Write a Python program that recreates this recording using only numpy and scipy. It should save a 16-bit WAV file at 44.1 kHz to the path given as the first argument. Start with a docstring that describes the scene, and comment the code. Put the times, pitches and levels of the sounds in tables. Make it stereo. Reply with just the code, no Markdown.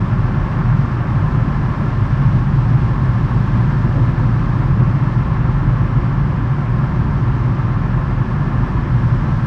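"""Car cruising through a long road tunnel

Heard from a phone behind the windscreen. Road shake is noise shaped into a low cabin drone, with sine orders
of wheels and engine humming in it; bumps are short decaying rings and rough strips are bursts of low growl.
Tread roar, thrown back by the tunnel walls, is resonant noise with a wavering groove tone.
Air along the window seals is a gusty high hiss."""
import sys
import numpy as np
from scipy import signal
from scipy.fft import rfft, irfft
from scipy.io import wavfile
from scipy.ndimage import uniform_filter1d, minimum_filter1d, map_coordinates

SR = 44100
rng = np.random.default_rng(int(sys.argv[2]) if len(sys.argv) > 2 else 0)


def wav_out(sig):
    """Save sig, one row per channel (or a flat mono array), as 16-bit PCM at SR to the path in sys.argv[1]."""
    wavfile.write(sys.argv[1], SR, np.round(np.clip(np.atleast_2d(sig).T, -1, 1) * 32767).astype(np.int16))


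N = 417186  # length in samples

GEAR = 2.76  # crank turns per wheel turn


def undb(db):
    """Decibels to gain."""
    return 10 ** (np.asarray(db) / 20)


def bins():
    """Frequency of each spectral bin in Hz, kept at 1 or more for the logarithms."""
    return np.maximum(np.arange(N // 2 + 1) * SR / N, 1)


def across(table):
    """The columns of a frequency table, interpolated over log frequency to one value per bin."""
    hz, *columns = np.transpose(table)
    return [np.interp(np.log(bins()), np.log(hz), column) for column in columns]


def curve(table):
    """A timed table, one value per sample."""
    return np.interp(np.arange(N) / SR, *np.transpose(table))


def humps(times, sizes, half_s):
    """A bell-shaped change around each time, down to 1/e of its size half_s away from the middle."""
    t = np.arange(N) / SR
    return sum(size * np.exp(-((t - middle) / half_s) ** 2) for middle, size in zip(times, sizes))


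def walk(rate):
    """Smooth random wander of spread 1 that moves about rate times a second."""
    spectrum = rfft(rng.standard_normal(N)) * np.exp(-(bins() / rate) ** 2)
    wander = irfft(spectrum, N)
    return wander / wander.std()


def colour(shape, resonances):
    """Gain per bin: a broad shape with steep skirts, lifted or dipped at each resonance."""
    skirt_db = -36  # fall per octave outside the range of the shape
    octaves_outside = np.abs(np.log2(bins() / np.clip(bins(), shape[0][0], shape[-1][0])))
    lifts = sum(db / (1 + (2 * (bins() - hz) / width) ** 2) for hz, width, db in resonances)
    return undb(across(shape)[0] + lifts + skirt_db * octaves_outside)


def cabin_noise(shape, resonances=()):
    """Coloured noise at both ports, their mean at rms 1; standing waves set likeness, lag and balance."""
    # cabin field at the two ports: frequency_hz, coherence (0-1), left_leads_rad, left_minus_right_db
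    ports = [(40.0, 0.9, 1, -0.5), (138, 0.98, 0.03, -2.3), (178, 0.79, -1, 0), (264, 0.86, -0.14, 1.5),
             (357, 0.82, -0.7, -4.5), (447, 0, 3.5, 5.5), (546, 0.03, -1, -4), (653, 0.88, 3, -3),
             (880, 0.25, 2, -1), (1070, 0.46, 1, -2), (1690, 0.21, 0.25, -0.5), (2800.0, 0.03, 0, 0),
             (3900, 0.4, 1.5, 3.5), (5400.0, 0.03, 0, 9.5), (7200.0, 0.02, 0, 0)]
    likeness, lead, tilt_db = across(ports)
    likeness = np.clip(likeness, 0, 1)
    shared, own = rfft(rng.standard_normal((2, N)))
    partner = likeness * np.exp(-1j * lead) * shared + np.sqrt(1 - likeness ** 2) * own
    left_gain, right_gain = undb(tilt_db / 2), undb(-tilt_db / 2)
    # dividing by the size of the two ports' sum keeps the colour true in their mean
    centre = np.sqrt(left_gain ** 2 + right_gain ** 2 + 2 * likeness * np.cos(lead))
    spectra = np.array([left_gain * shared, right_gain * partner])
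    noise = irfft(spectra * colour(shape, resonances) / centre, N)
    return noise / noise.mean(axis=0).std()


def steady(y):
    """Levels out slow swells to a running rms of 1; quicker throbs stay."""
    window_s = .25
    power = uniform_filter1d(y.mean(axis=0) ** 2, int(window_s * SR))
    return y / np.sqrt(power)


def orders(turn_hz, table, waver_db, slip):
    """Sines on whole and half multiples of a shaft speed, wavering in level and phase; rms 1."""
    angle = 2 * np.pi * np.cumsum(turn_hz) / SR
    y = 0
    for multiple, db in table:
        drift = slip * walk(.8) + rng.uniform(0, 2 * np.pi)  # rad
        size = undb(db + waver_db * walk(1.5))
        nearest_half = round(2 * multiple) / 2
        y = y + size * np.sin(nearest_half * angle + drift)
    return y / y.std()


def road_hum(wheel_hz):
    """Out-of-round tyres and engine shake through the mounts hum at multiples of their shaft speeds."""
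    # out-of-round tyres: wheel_turn_multiple, relative_level_db
    wheel_orders = [(8, 0), (16, -23)]
    # how strongly the tyres hum in the drone: start_s, level_db
    tyre_hum = [(0, -5.5), (.75, -3), (1.8, -7), (2.5, -2.5), (3.3, -3.5), (4.1, 0), (4.9, -3), (5.8, -2.5),
                (6.8, -5), (8.1, -7), (9.0, -3), (9.46, -5.5)]
    # engine shake that comes through the mounts: crank_turn_multiple, relative_level_db
    mount_orders = [(2.5, -3), (3, -6.5), (3.5, -2), (4, -8.5)]
    mount_db = -5  # engine shake re drone noise
    tyres = orders(wheel_hz, wheel_orders, waver_db=1, slip=.2) * undb(curve(tyre_hum))
    mounts = orders(GEAR * wheel_hz, mount_orders, waver_db=2.5, slip=0.7) * undb(mount_db)
    return (tyres + mounts) * undb([[-.6], [.6]])  # a little stronger on the right


def road(wheel_hz, shake_db):
    """Road shake booms in the cabin with the hum in it; coarse asphalt rumbles in the floor."""
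    # cabin boom under road shake: frequency_hz, relative_level_db
    drone_shape = [(68, -14), (85, -7), (98, -1), (110, -3.5), (124, 0), (139, 2.5), (153, -1.5),
                   (175, -7.5), (220, -18.5)]
    # floor panels and tyre cavities: frequency_hz, relative_level_db
    panels = [(150, -14), (186, 1.5), (235, -2.5), (262, -6.5), (288, -5), (315, -10), (345, -8.5),
              (362, -9), (400, -15), (450, -23.5)]
    # uneven patches in the road: middle_s, drone_lift_db, rumble_lift_db
    patches = [(.2, 1, 1.5), (.74, 5, -1.5), (1.19, 4.5, -1), (1.42, 3, 2), (2.24, 2, -2), (2.52, 0.5, 1),
               (2.74, 1.5, -0.5), (3.25, -1, 0), (3.58, 0.5, 2), (3.93, -0.5, 1), (4.36, 0, 0.5),
               (4.55, -1, 1), (4.82, 1.5, 3.5), (5.86, -1, -1), (8.52, 0, 2), (8.76, -2.5, 1.5),
               (9.04, 2, -0.5)]
    patch_s = 0.099  # from the middle of a patch to 1/e of its lift
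    drone_db, smooth_road_db = 0.44, -18  # drone re road shake; shake on ordinary asphalt
    rumble_base_db, rumble_follow = -26.5, 0.11  # rumble on ordinary asphalt; dB per dB of extra shake
    drone = steady(cabin_noise(drone_shape) + road_hum(wheel_hz))
    rumble = steady(cabin_noise(panels))
    times, drone_lifts, rumble_lifts = np.transpose(patches)
    drone_level = drone_db + shake_db + humps(times, drone_lifts, patch_s)
    rumble_level = rumble_base_db + rumble_follow * (shake_db - smooth_road_db)
    rumble_level = rumble_level + humps(times, rumble_lifts, patch_s) + 0.28 * walk(5)
    return drone * undb(drone_level) + rumble * undb(rumble_level)


def bumps():
    """Each bump kicks the body through the suspension; it rings briefly, alike at both ports."""
    # bumps that thud: peak_s, peak_db, ring_hz
    thuds = [(0.024, -9.5, 115), (0.701, -9, 120), (1.139, -8.5, 116), (2.026, -4.5, 111),
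             (2.215, -6, 128.5), (2.264, -5, 137), (2.352, -8, 127), (2.591, -9, 121), (2.758, -5.5, 126),
             (3.04, -7, 122), (3.259, -9, 126), (4.025, -6.5, 120), (4.135, -5, 118.3), (4.45, -9, 124),
             (4.709, -3.5, 125), (4.795, -9.5, 127), (4.959, -9, 137), (5.85, -13, 125), (6.015, -10, 128),
             (8.455, -8.5, 119), (8.54, -9, 120), (8.96, -9, 119), (9.056, -10, 129), (9.124, -10, 132)]
    rise_s, decay_s = .012, 0.015  # to 1/e of the peak, before and after it
    t, y = np.arange(N) / SR, 0
    phases = rng.uniform(0, 2 * np.pi, len(thuds))
    for (peak_s, db, hz), phase in zip(thuds, phases):
        since = t - peak_s
        envelope = np.exp(-(np.minimum(since, 0) / rise_s) ** 2 - np.maximum(since, 0) / decay_s)
        y = y + undb(db) * envelope * np.sin(2 * np.pi * hz * since + phase)
    return y


def strips():
    """The floor growls briefly as the tyres cross a rough strip: low noise under bell-shaped bursts."""
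    # short rough strips: middle_s, level_db
    crossings = [(.48, -38), (1.04, -28), (1.69, -28), (1.83, -25.5), (2.22, -28), (2.361, -27.5),
                 (3.87, -28), (3.98, -22), (4.23, -25.5), (4.38, -27), (6.0, -27), (9.32, -29)]
    # their growl in the floor: frequency_hz, relative_level_db
    growl = [(180, 5.5), (260, 0.5), (360, -8), (450, -14.5), (560, -9.5), (700, -17.5)]
    strip_s = 0.045  # from the middle of a strip to 1/e of its growl
    times, db = np.transpose(crossings)
    return cabin_noise(growl) * humps(times, undb(db), strip_s)


def engine(wheel_hz):
    """The engine's low orders ride on the sway of the shell; the boom sinks and swells now and then."""
    # engine: crank_turn_multiple, relative_level_db
    engine_orders = [(1, -1), (1.5, -5)]
    # the shell swaying on its springs: frequency_hz, relative_level_db
    sway_shape = [(18, -26), (28, -20), (36, -5), (48, 2), (60, -2), (68, -6), (90, -7)]
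    # the boom briefly sinks or swells: middle_s, change_db
    surges = [(.03, -4), (1.02, -6), (1.83, -4.5), (5.0, -5.5), (5.62, 3), (6.55, -6), (7.62, -5),
              (8.38, -4), (8.7, 2), (9.44, -4)]
    boom_db, sway_db = -22, -2.5  # hum and sway together; sway re hum
    surge_s = 0.14  # from the middle of a surge to 1/e of its change
    hum = orders(GEAR * wheel_hz, engine_orders, waver_db=1.5, slip=.3)
    sway = cabin_noise(sway_shape).mean(axis=0, keepdims=True)  # such long waves reach both ports alike
    boom = steady(hum + undb(sway_db) * sway)
    return boom * undb(boom_db + humps(*np.transpose(surges), surge_s))


def groove_song():
    """Air sings in the tread grooves: narrow noise read at a wandering pace, so its pitch wavers."""
    # the singing band: frequency_hz, relative_level_db
    groove_shape = [(1000, -13), (1038, 0), (1062, -1.5), (1100, -15)]
    wander = .024  # typical share by which the pitch drifts
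    place = np.arange(N) + wander * np.cumsum(walk(3))
    ports = cabin_noise(groove_shape)
    return np.array([map_coordinates(port, [place], order=1, mode="mirror") for port in ports])


def tread(roar_db):
    """Tread blocks slap the road, smeared by the tunnel into a flickering roar; the grooves sing in it."""
    # tread roar through the glass: frequency_hz, relative_level_db
    roar_shape = [(280, -23.5), (420, -9), (680, -8), (850, -3), (1100, -0.3), (1350, -2), (1480, -8),
                  (1750, -7), (1920, -13.5), (2400, -17.5), (3200, -25.5), (4500, -46)]
    # resonances and dips of the roar in the cabin: frequency_hz, width_hz, lift_db
    glass = [(528, 27, 6.5), (599, 83, 5.5), (676, 87, -1), (730, 27, 4), (915, 80, 1), (1250, 56, -3.5),
             (1510, 90, -2.5), (1552, 70, 4), (1723, 81, 3), (2086, 60, 4), (2780, 130, 2), (2870, 120, -2)]
    groove_db = -10  # re tread roar
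    grooves = groove_song() * undb(groove_db + 1.1 * walk(5.8))
    roar = cabin_noise(roar_shape, glass) * undb(0.5 * walk(23.0))
    return (roar + grooves) * undb(roar_db)


def air(hiss_db):
    """Turbulent air along the window seals: high noise in small quick gusts."""
    # hiss of the seals: frequency_hz, relative_level_db
    seals = [(2000, -5), (3000, 1.5), (4000, -1), (5500, -4), (6300, -10.5), (7200, -15.5), (8400, -16),
             (9300, -26), (11000, -33.5), (14000, -28)]
    return cabin_noise(seals) * undb(hiss_db + 0.42 * walk(9.8))


def scene():
    """Drives over the asphalt at cruising speed and mixes road, bumps, strips, engine, tread and air."""
    # cruising speed: start_s, wheel_turns_hz
    speed = [(0, 14.65), (2.5, 14.75), (5, 14.78), (7, 14.82), (9.46, 14.7)]
    # coarseness of the asphalt: start_s, road_shake_db
    surface = [(0, -16), (.5, -18.5), (2.0, -18.5), (2.5, -16), (3.3, -15.5), (4.3, -14.5), (5.3, -16.5),
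               (5.8, -14.5), (6.3, -17), (7.4, -16), (8.2, -18), (9.46, -16.5)]
    # tread roar at the glass: start_s, level_db
    tread_level = [(0, -30.5), (1.5, -30), (2.6, -30.5), (3.95, -30.5), (4.7, -30.5), (5.8, -30.5),
                   (6.6, -31), (9.46, -30.7)]
    # airflow over the seals: start_s, hiss_db
    airflow = [(0, -52), (3.7, -50.5), (5.8, -53), (8.3, -53), (9.46, -50.5)]
    wheel_hz = curve(speed)
    asphalt = road(wheel_hz, curve(surface)) + bumps() + strips()
    return asphalt + engine(wheel_hz) + tread(curve(tread_level)) + air(curve(airflow))


def record(dry):
    """The phone fades in quickly, its limiter eases down the tallest peaks, and the top is cut."""
    ceiling, hold = .89, int(.02 * SR)  # full scale is 1; samples
    fade_s, top_hz = .005, 15500
    gain = ceiling / np.maximum(np.abs(dry).max(axis=0), ceiling)
    smooth_gain = uniform_filter1d(minimum_filter1d(gain, hold), hold)
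    fade_in = np.minimum(np.arange(N) / (fade_s * SR), 1)
    low_pass = signal.ellip(8, .2, 70, top_hz, fs=SR, output="sos")
    return signal.sosfilt(low_pass, dry * smooth_gain * fade_in)


dry = scene()
out = record(dry)
wav_out(out)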